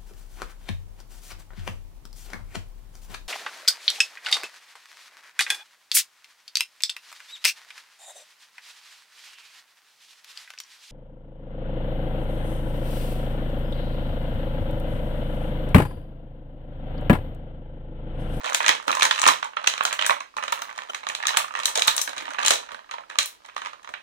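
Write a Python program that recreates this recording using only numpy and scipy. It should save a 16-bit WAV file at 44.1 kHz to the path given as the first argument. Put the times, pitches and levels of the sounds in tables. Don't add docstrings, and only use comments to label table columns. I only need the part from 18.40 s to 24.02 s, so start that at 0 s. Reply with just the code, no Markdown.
import sys
import numpy as np
from scipy import signal
from scipy.fft import rfft, irfft, next_fast_len
from scipy.io import wavfile

SR = 44100
rng = np.random.default_rng(int(sys.argv[2]) if len(sys.argv) > 2 else 0)


def field_ratio(decibels):
    return 10 ** (np.asarray(decibels, dtype=float) / 20)


def int16_out(signal):
    q = np.round(np.clip(np.atleast_2d(signal).T, -1, 1) * 32767)
    wavfile.write(sys.argv[1], SR, q.astype(np.int16))


N = 247842


def unit(x):
    return x / np.sqrt(np.mean(x ** 2) + 1e-20)


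def along(points, hz):
    f, v = np.transpose(points)
    return np.interp(np.log(hz + 1), np.log(f + 1), v)


def filtered(x, response):
    m = 2 * next_fast_len(N // 2 + 4096)
    return irfft(rfft(x, m) * response(np.fft.rfftfreq(m, 1 / SR)), m)[..., :N]


def causal(db):
    cep = irfft(np.log(field_ratio(db)))
    half = len(cep) // 2
    fold = np.r_[1, np.full(half - 1, 2), 1, np.zeros(half - 1)]
    return np.exp(rfft(cep * fold))


TRAY_MODES = [600, 900, 1220, 1800, 2400, 3120, 3900, 6100]


def bursts(ring_hz, t60_s, ring_db, size=1024):
    t, f, count = np.arange(size) / SR, np.fft.rfftfreq(size, 1 / SR), len(ring_hz)
    crack = rng.standard_normal((count, 2, size))
    pick = rng.random((count, len(TRAY_MODES) + 1))
    jerks = np.repeat(rng.standard_normal((count, 1, size // 16)), 16, -1)
    spikes = field_ratio(3 * jerks)
    life = t60_s * field_ratio(6 * (pick[:, 0] - 1.5))[:, None, None]

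    def dying(span):
        return rfft(crack * spikes * field_ratio(-60 * t / span) * t / span ** 2.08)

    def mode(hz):
        width = hz / 11
        return 1j * f * width / (hz ** 2 - f ** 2 + 1j * f * width)

    stiff = 1 / (1 + (3000 / (f + 1)) ** 2)
    spectrum = stiff * dying(life) + (1 - stiff) * dying(1.43 * life)
    spectrum = spectrum / (abs(spectrum) + 1e-6) ** 0.16
    tray = field_ratio(-1 - 15 * pick[:, 1:]) @ mode(np.array(TRAY_MODES)[:, None])
    panel = field_ratio(ring_db) * mode(ring_hz[:, None])
    spectrum = spectrum * (1 + tray + panel)[:, None]
    return f, spectrum / np.sqrt(np.mean(abs(spectrum) ** 2, (1, 2), keepdims=True))


# [centre f/Hz, spread over the band level/dB per Hz]
FOLD_BANDS = [(800, -17), (2700, -35), (6800, -30), (12500, -23.5)]


def balance(f, db, crisp_db, ring_hz):
    octaves = np.log2(ring_hz / 1000)
    thump = -8.5 - 0.14 * (db + 16.0) - 5 * octaves + 0.086 * crisp_db
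    edge = -18.5 + 1.22 * crisp_db + 0.33 * octaves
    hz, spread_db = np.transpose(FOLD_BANDS)
    levels = db[:, None] + np.transpose([thump, 0 * db, crisp_db, edge]) + spread_db
    return np.array([along(np.transpose([hz, row]), f) for row in levels])


def laid(times, spectra, colour_db):
    even = spectra / (abs(spectra) + 1e-6) ** 0.41
    coloured = np.concatenate([spectra, even], 1) * field_ratio(colour_db)[:, None]
    lead = 64
    waves = np.roll(irfft(coloured), lead, -1)
    starts = np.round(times * SR).astype(int)[:, None]
    at = (starts + np.arange(waves.shape[-1])).ravel()
    return np.array([np.bincount(at, waves[:, k].ravel(), N + SR)[lead:N + lead] for k in range(4)])


# [f/Hz, level/dB per Hz]
HUSH_COLOUR = [(30, 6), (60, -3), (120, -14.5), (300, -7), (4800, -14), (16000, -34.5)]


def hush():
    def colour(hz):
        return field_ratio(along(HUSH_COLOUR, hz)) * (hz > 15)
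    return field_ratio(-60.5) * unit(filtered(rng.standard_normal((2, N)), colour))


# [t/s, effort level/dB]
HAND_EFFORT = [(0.0, -21), (0.8, -29.5), (1.63, -39), (1.8, -62), (2.2, -35), (2.8, -37), (3.3, -23.5),
               (3.75, -38), (4.05, -29.5), (4.3, -41), (4.9, -43.5), (5.62, -51)]
# [from t/s, to t/s]
STILL_HANDS = [(0, .04), (.38, .465), (1.0, 1.022), (1.07, 1.165), (1.87, 1.965), (2.57, 2.63),
               (3.05, 3.15), (3.33, 3.35), (4.38, 4.49), (4.61, 4.69), (4.95, 5.04), (5.27, 5.3),
               (5.34, 5.43)]


def crackle(count=640):
    when, size, crisp, pitch = np.transpose(rng.random((count, 4)))
    s = (np.arange(count) + when) / count * N / SR
    db = np.interp(s, *np.transpose(HAND_EFFORT)) + 4 - 14 * size
    still = sum((s > start) & (s < end) for start, end in STILL_HANDS)
    db = db - 12 * still
    ring_hz = 1300 * 3.5 ** (2 * pitch - 1)
    crisp_db = -13.5 + 24 * (crisp - .5)
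    f, spectra = bursts(ring_hz, t60_s=0.0086, ring_db=3)
    return field_ratio(47.0) * laid(s, spectra, balance(f, db, crisp_db, ring_hz))


# [t/s, peak level/dB, crispness level/dB, panel ring f/Hz]
EARLY_NICKS = [(0.0131, -31.5, -13, 1790), (0.0427, -23.5, -15, 1250), (0.0605, -25, -27, 1300),
               (0.076, -19, -14, 2410), (0.0856, -22, -13, 2910), (0.0917, -19, -24, 1940),
               (0.098, -24, -6, 820), (0.4, -27, -26, 1120), (0.49, -20.5, -16, 1260),
               (0.495, -13.5, -39, 1300), (0.5055, -16, -18, 1140), (0.61, -10.5, -13, 2480),
               (0.6294, -5.5, -8.5, 1210), (0.7191, -18, -15, 3490), (0.7594, -19.5, -5, 2730),
               (1.0475, -28, -8, 1180), (1.2617, -21, -14, 1720), (1.4766, -22.5, -23, 1700),
               (1.5187, -20, -27, 1630), (1.6331, -23, -27, 1160), (1.654, -15, -11, 1900),
               (1.737, -35, -18, 1140), (1.7662, -29, -22, 1170), (1.8049, -23.5, -8, 1040),
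               (1.859, -42, -29, 1610), (1.94, -44, -27, 1170), (2.0056, -35, -26, 1420),
               (2.0314, -19.5, -33, 1790), (2.198, -36, -32, 1220), (2.311, -27, -34, 1380),
               (2.3532, -43, -5, 1740), (2.369, -47, -2, 1180), (2.487, -35, -17, 1300),
               (2.534, -32, -8, 2330), (2.6322, -32, -23, 1530), (2.6371, -29, -18, 2170),
               (2.6884, -21.5, -1, 2310), (2.72, -32, -20, 1000), (2.9332, -20.5, -23, 1360),
               (2.9421, -21, -17, 1600), (2.9474, -19, -27, 1140), (2.9638, -19.5, -11, 1730),
               (2.9791, -21, -10, 1570), (2.9926, -16, -16, 2240), (3.082, -29, -10, 1290),
               (3.139, -27, -11, 1230), (3.1849, -20, -33, 1850)]
# [t/s, peak level/dB, crispness level/dB, panel ring f/Hz]
LATE_NICKS = [(3.4683, -24, -8.5, 1140), (3.491, -16.5, -6, 1730), (3.5418, -25, -26, 995),
              (3.5937, -22.5, -9, 1180), (3.6385, -35, -8, 1800), (3.7654, -28, -11, 1054),
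              (3.8026, -26, -15, 1890), (3.809, -23.5, -12.5, 1530), (3.846, -33, -20, 1860),
              (3.8701, -27, -26, 1870), (3.91, -28, -17, 1490), (3.9908, -19, -9.5, 770),
              (4.0013, -18, -23.5, 1730), (4.0073, -24, -33, 1450), (4.0272, -17, -22, 1550),
              (4.043, -20, -18, 1160), (4.109, -14, -9, 3140), (4.1149, -17.5, -21, 925),
              (4.1569, -15.5, -11, 3830), (4.18, -27.5, -21, 3490), (4.2, -32, -18, 1350),
              (4.2708, -41, -15, 1720), (4.3072, -32, -16, 1520), (4.3919, -31.5, -25, 1240),
              (4.5192, -32, -15, 1010), (4.5325, -36, -18, 1270), (4.637, -40, -27, 1310),
              (4.7308, -34.5, -31, 1290), (4.7953, -18.5, -11, 4040), (5.0193, -51, -19, 1720),
              (5.0517, -33.5, -13, 1910), (5.097, -32.5, -26, 2650), (5.343, -45, -23, 1520),
              (5.3944, -45.5, -27, 1050), (5.431, -44, -3, 1650)]


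def nicks():
    s, db, crisp_db, ring_hz = np.transpose(EARLY_NICKS + LATE_NICKS)
    f, spectra = bursts(ring_hz, t60_s=0.011, ring_db=9)
    return field_ratio(49.5) * laid(s - .0006, spectra, balance(f, db, crisp_db, ring_hz))


def hump(table, shape, t60_s):
    s, db, reach_db = np.transpose(table)
    hz, shape_db = np.transpose(shape)
    ring_hz = hz[1] * 4.3 ** (rng.random(len(s)) - .5)
    f, spectra = bursts(ring_hz, t60_s=t60_s, ring_db=-3.5, size=2048)
    levels = db[:, None] + shape_db + reach_db[:, None] * (hz == hz[-1])
    colour = np.array([along(sorted(zip(hz, row)), f) for row in levels])
    return field_ratio(56) * laid(s - .0011, spectra, colour)


# [t/s, peak level/dB, air level/dB]
EDGE_TICKS = [(0.043, -39, -35), (0.097, -25.5, -23.5), (0.1455, -22, -5.5), (0.2818, -5, -38),
              (0.6312, -5, -26.5), (0.7966, -11, -41.5), (0.8174, -3.5, -34), (0.876, -8.5, -18),
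              (1.045, -28, -29), (1.436, -21, -15), (1.529, -13.5, -24), (1.6638, -8.5, -19),
              (2.1236, -18.5, -15.5), (2.2182, -33.5, -3), (2.6899, -19, -41), (2.9726, -2.5, -20),
              (3.2562, -8.5, -18), (3.474, -21.5, 0.5), (3.566, -11, -17.5), (3.6163, -10, -15),
              (3.7648, -35, -37), (4.0622, -9.5, -27), (4.8593, -19.5, -10.5)]
# [f/Hz, level/dB per Hz]
TICK_COLOUR = [(3200, -51.5), (7500, -40), (13000, -24.5)]


def ticks():
    return hump(EDGE_TICKS, TICK_COLOUR, t60_s=0.01)


# [t/s, peak level/dB, depth level/dB]
TRAY_FLEXES = [(0.291, -22.5, -22), (0.469, -31.5, -30), (0.481, -26, -21), (0.514, -28, -28),
               (0.876, -22, -25.5), (1.408, -36.5, -22), (1.706, -32.5, -44), (1.977, -38, -22),
               (3.375, -24.5, -40), (3.694, -41, -17), (3.821, -36.5, -21), (4.105, -18.5, -31),
               (0.05, -36, -32.5), (0.205, -32.5, -28.5), (2.495, -36, -29), (3.77, -38.5, -14.5),
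               (4.32, -40, -17.5), (5.491, -42, -18.5)]
# [f/Hz, level/dB per Hz]
FLEX_COLOUR = [(1500, -42), (463, -9.5), (129, 8.5)]


def flexes():
    return hump(TRAY_FLEXES, FLEX_COLOUR, t60_s=0.048)


# [t/s, peak level/dB, crispness level/dB, panel ring f/Hz]
PRISE_BUCKLES = [(0.0506, -18, -23, 1900), (0.065, -18.5, -18, 2400), (0.1313, -27, 0.5, 1340),
                 (0.1465, -8, -1.5, 2300), (0.2039, -7.5, -42.5, 1890), (0.229, -20.5, -5.5, 1970),
                 (0.244, -12, -22, 1690), (0.263, -8, -10, 2300), (0.2814, -6.5, -6, 2960),
                 (0.2916, 1, -14.5, 1997), (0.4802, -12, -11.5, 1380), (0.5156, -16.5, -3.5, 2370),
                 (0.5283, -11.5, -29, 2500), (0.551, -23, 3, 1130), (0.57, -15.5, -20.5, 1020),
                 (0.596, -17.5, -3.5, 1100), (0.6225, -4, -7.5, 1500), (0.6517, -8.5, -4, 1810),
                 (0.71, -3.5, -13.5, 3440), (0.749, -30, -0.5, 2260), (0.7785, -16.5, -12, 2690),
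                 (0.7891, -16.5, -10, 1850), (0.83, -14, -16, 1020), (0.8392, -7, -13, 1300),
                 (0.8552, -8, -20, 2630), (0.865, -6.5, -10, 880), (0.8772, -5.5, -0.5, 2430),
                 (0.8857, -2, -11.5, 1140), (0.9358, -18, -15.5, 2580)]
# [t/s, peak level/dB, crispness level/dB, panel ring f/Hz]
TWIST_BUCKLES = [(1.028, -16, -18, 1170), (1.053, -29, -22, 920), (1.134, -31.5, -34, 1500),
                 (1.1686, -12.5, -27, 1340), (1.2423, -20.5, -14, 1520), (1.2731, -4, -5, 2670),
                 (1.338, -15.5, -14, 1920), (1.3789, -17, -13, 2380), (1.4079, -11.5, -27, 1100),
                 (1.4277, -21.5, -13, 1600), (1.452, -9.5, -3.5, 1410), (1.509, -19.5, -34, 1900),
                 (1.527, -13, -28, 2020), (1.5372, -18, -23, 3650), (1.5913, -8, -21.5, 3100),
                 (1.6125, -14.5, -13, 3100), (1.623, -10, -15, 3160), (1.646, -16.5, -19, 1810),
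                 (1.6645, -16.5, -1.5, 1600), (1.6958, -8.5, -24, 1105), (1.706, -9.5, -14, 1140),
                 (1.8075, -23.5, -24.5, 1710)]
# [t/s, peak level/dB, crispness level/dB, panel ring f/Hz]
REGRIP_BUCKLES = [(1.9679, -23.5, -8.5, 890), (1.9768, -28.5, -8, 920), (1.9837, -17.5, -58, 1260),
                  (2.026, -21, -15, 1270), (2.037, -20.5, -8, 1280), (2.0798, -16.5, -14, 1400),
                  (2.1243, -12, -14, 1270), (2.176, -26, -34, 1270), (2.1907, -31, -6.5, 1110),
                  (2.2194, -19.5, -8, 1280), (2.293, -28, -22, 1840), (2.301, -39, -3, 1100),
                  (2.3783, -25.5, -7.5, 1040), (2.388, -21, -22, 1800), (2.42, -25.5, -20, 1300),
                  (2.5465, -18.5, -7, 2120), (2.563, -36, -11, 1190), (2.608, -38.5, -22, 1690),
                  (2.647, -33.5, -20, 930), (2.668, -18.5, -12, 1170), (2.699, -17.5, -16, 1870),
                  (2.73, -42, -25, 1180)]
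# [t/s, peak level/dB, crispness level/dB, panel ring f/Hz]
BEND_BUCKLES = [(2.7504, -17.5, -5.5, 3770), (2.803, -21, -32, 1730), (2.8263, -20.5, -12, 1800),
                (2.8357, -16.5, -36, 1820), (2.854, -15, -19.5, 1220), (2.8693, -16.5, 5, 3800),
                (2.8817, -11, -13, 5800), (2.8915, -9.5, -15, 3870), (2.9055, -19.5, -17, 1030),
                (2.9704, -4, -15, 2370), (3.0003, -23.5, -25, 1210), (3.0186, -18.5, -33, 2550),
                (3.044, -20.5, -39.5, 1130), (3.108, -27, -40, 1190), (3.1523, -15, -22.5, 1870),
                (3.1724, -26, -11.5, 1790), (3.1997, -19.5, -11.5, 1300), (3.2337, -19, -7.5, 2450),
                (3.2564, -14.5, 5.5, 4050), (3.2789, -15.5, -16, 1830), (3.3548, -13.5, -2, 4370),
                (3.3743, -18.5, 3, 3550), (3.3834, -16.5, -14.5, 3940), (3.3936, -15, -2, 2980),
                (3.4208, -7.5, -5, 3720)]
# [t/s, peak level/dB, crispness level/dB, panel ring f/Hz]
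PULL_BUCKLES = [(3.4745, -18.5, 3, 1130), (3.479, -2, -5, 3780), (3.5794, -11.5, -1, 6100),
                (3.615, -21.5, 8.5, 5770), (3.676, -17, -14.5, 1690), (3.6929, -23.5, -6, 3800),
                (3.732, -24, -18, 1480), (3.7715, -25.5, -14.5, 1600), (3.7795, -19, -9.5, 3760),
                (3.788, -25, -18, 3800), (3.8217, -25.5, -25, 1870), (3.8548, -25.5, -11.5, 1820),
                (3.8803, -23.5, -29.5, 870), (3.8885, -32.5, -24, 1350), (3.906, -28.5, -5.5, 1480),
                (3.9344, -29.5, -5.5, 2000), (3.9443, -19, -34, 1850), (3.9841, -23, -28.5, 1500),
                (3.9859, -17.5, -22, 1790), (4.015, -22, -11.5, 1730), (4.031, -16.5, -8.5, 1280),
                (4.0491, -12, -5.5, 2920), (4.0621, -12.5, 4.5, 3950), (4.0734, -9, -9.5, 3080),
                (4.0814, -11, 2, 3040), (4.106, -6, 1.5, 1820), (4.136, -12.5, -6, 3780)]
# [t/s, peak level/dB, crispness level/dB, panel ring f/Hz]
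LOOSEN_BUCKLES = [(4.234, -34, -21, 1413), (4.2901, -30, -19, 1410), (4.318, -27, -14.5, 1210),
                  (4.3455, -25.5, -16, 1530), (4.444, -42, -27, 1650), (4.493, -34.5, -36.5, 1230),
                  (4.5116, -21, -13.5, 2130), (4.5385, -23, -19, 997), (4.5832, -28, -26, 830),
                  (4.6989, -26.5, -11, 1820), (4.7114, -28.5, -26.5, 1680), (4.7559, -29.5, -15, 1200),
                  (4.787, -5, -2.5, 3930), (4.83, -25, 3.5, 3900), (5.0469, -41, -12, 1920),
                  (5.061, -41.5, -0.5, 2010), (5.087, -34, -19.5, 1200), (5.165, -19, -14, 1300),
                  (5.1794, -28, -8, 1215), (5.2177, -22.5, -16, 1510), (5.249, -28.5, -11, 1230),
                  (5.259, -19, -18, 1950), (5.269, -27.5, -11, 1195), (5.332, -31.5, -15.5, 1204),
                  (5.4459, -32.5, -16, 1880), (5.475, -31, -19, 1110), (5.4912, -33, -11, 984),
                  (5.5388, -17, -26, 2300)]


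def snaps(count=6):
    opening = PRISE_BUCKLES + TWIST_BUCKLES + REGRIP_BUCKLES
    freeing = BEND_BUCKLES + PULL_BUCKLES + LOOSEN_BUCKLES
    s, db, crisp_db, ring_hz = np.transpose(opening + freeing)
    f, spectra = bursts(ring_hz, t60_s=0.014, ring_db=5)
    colour = balance(f, db, crisp_db, ring_hz)
    wait, drop, bend = np.transpose(rng.random((len(s), count, 3)), (2, 0, 1))
    after = np.abs(s[:, None] - .003 + 0.042 * wait ** 1.3).ravel()
    weaker = colour[:, None] - 9 - 12 * drop[..., None] - 12 * wait[..., None]
    weaker = weaker.reshape(len(after), -1)
    small_ring_hz = (ring_hz[:, None] * 3 ** (bend - .5)).ravel()
    _, followers = bursts(small_ring_hz, t60_s=0.013, ring_db=12.0)
    return field_ratio(51) * (laid(s - .0005, spectra, colour) + laid(after, followers, weaker))


# [t/s, peak level/dB, pitch f/Hz]
HOLLOW_BOOMS = [(0.06, -31, 654), (0.105, -32, 555), (0.15, -34.5, 670), (0.478, -24.5, 292),
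                (0.5, -34.5, 258), (0.522, -38.5, 300), (0.655, -36, 280), (0.872, -27, 270),
                (0.894, -24, 279), (1.17, -46, 300), (3.365, -32.5, 640), (3.385, -25, 706),
                (3.41, -34, 650), (3.679, -40, 298), (3.889, -38.5, 290), (3.92, -39.5, 600),
                (4.33, -47, 550)]


def hollow(rise_s=0.003, cycles=22):
    t, out = np.arange(8192) / SR, np.zeros(N + SR)
    for s, db, hz in HOLLOW_BOOMS:
        swell = field_ratio(db - 60 * t * hz / cycles) * (1 - np.exp(-t / rise_s))
        out[round(s * SR):][:len(t)] += swell * np.sin(2 * np.pi * hz * t)
    return out[:N] * np.array([[4], [2], [.1], [.1]])


# [t/s, peak level/dB]
TABLE_JOLTS = [
    (0.292, -51),
    (3.615, -46.5),
    (1.705, -60),
    (2.972, -37),
    (3.255, -47),
    (3.48, -29.5),
    (4.05, -41),
    (4.106, -32.5),
    (4.786, -59),
]


def jolts(push_s=0.00048):
    u, out = np.arange(512) / SR / push_s, np.zeros(N)
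    for s, db in TABLE_JOLTS:
        out[round(s * SR):][:len(u)] += field_ratio(db + 9.0) * u * np.exp(-u)
    return out


# [f/Hz, level/dB]
SQUEAK_MODES = [(600, -33), (1350, -34), (3050, -27), (6000, -44)]


def squeak(start_s=2.491, length_s=0.021):
    t = np.arange(N) / SR
    swell = np.sin(np.pi * np.clip((t - start_s) / length_s, 0, 1)) ** 2
    waver = np.cumsum(rng.standard_normal((len(SQUEAK_MODES), N)), 1) * 0.0544
    tone = np.zeros(N)
    for (hz, db), wander in zip(SQUEAK_MODES, waver):
        tone += swell * field_ratio(db) * np.sin(2 * np.pi * hz * t + wander)
    return tone * np.array([[1], [.5], [.06], [.06]])


# [f/Hz, t60/s]
ROOM_DECAY = [(300, 0.33), (900, 0.23), (4000, 0.25), (14600, 0.19)]
# [f/Hz, level/dB]
TO_WALLS = [(1000, 0), (5000, 0), (9000, -0.5), (13000, 5.5)]


def room(push, step=8192):
    x = filtered(push, lambda hz: field_ratio(along(TO_WALLS, hz)))
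    out = np.zeros((2, N + SR))
    for start in range(0, N, step):
        hz, t, z = signal.stft(rng.standard_normal((2, SR // 2)), SR, nperseg=256)
        decay = field_ratio(-60 * t / along(ROOM_DECAY, hz)[:, None])
        tail = signal.istft(z * decay, SR, nperseg=256)[1]
        age_s = np.arange(tail.shape[1]) / SR
        tail = tail * (1 - 0.15 * np.exp(-age_s / 0.023))
        wet = signal.fftconvolve(x[:, start:start + step], tail / np.linalg.norm(tail[0]), axes=1)
        out[:, start + 90:][:, :wet.shape[1]] += wet
    return out[:, :N]


# [f/Hz, level/dB]
LEFT_PORT = [(60, -12.5), (180, -14), (270, -12.5), (380, -11), (600, -7), (930, 7.5), (1300, -1),
             (2600, 2), (3000, -1.5), (4800, 0.5), (6300, 5.5), (9500, 4), (11500, -8), (15500, -15.5)]
# [f/Hz, level/dB]
RIGHT_PORT = [(60, -21.5), (270, -8), (380, -9), (520, 1.5), (800, 5.5), (930, 12), (1300, 10), (2300, 6.5),
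              (4000, 9), (4700, -1), (8500, -3.5), (12500, -4.5), (15500, -7.5)]
# [f/Hz, likeness 0-1]
LIKENESS = [(60, 0.6), (200, 1), (1000, 0.93), (1800, 0.67), (3000, 0), (8000, 0)]
# [f/Hz, phase/rad]
RIGHT_LAG = [(900, 0.5), (1500, 1.41), (2600, 4.9), (16000, 26.63)]


def ports(pair):
    def response(hz):
        left_db, right_db = along(LEFT_PORT, hz), along(RIGHT_PORT, hz)
        turn = np.arccos(np.clip(along(LIKENESS, hz), 0, 1)) / 2
        tilt = field_ratio((left_db - right_db) / 2) * np.exp(.5j * along(RIGHT_LAG, hz))
        body = causal((left_db + right_db) / 2)
        left, right = body * tilt, -body / tilt
        return np.array([[left * np.cos(turn), left * np.sin(turn)],
                         [right * np.cos(turn), -right * np.sin(turn)]])
    return filtered(pair, response).sum(1)


def scene():
    plastic = crackle() + nicks() + ticks() + flexes() + snaps() + hollow() + squeak()
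    close, push = plastic[:2], plastic[2:]
    return ports(close + field_ratio(-4.0) * room(push)) + jolts() + hush()


def low_pass(x):
    return signal.sosfilt(signal.butter(12, 16800, fs=SR, output="sos"), x)


def record(dry):
    ceiling, hardness = 1.0, 5
    held = dry / (1 + abs(dry / ceiling) ** hardness) ** (1 / hardness)

    def band(hz):
        top = field_ratio(-.035 * np.clip(hz - 15750, 0, 1100))
        return top * 1j * hz / (1j * hz + 120)

    mix = filtered(held, band)
    return low_pass(mix)


dry = scene()
out = record(dry)
int16_out(out)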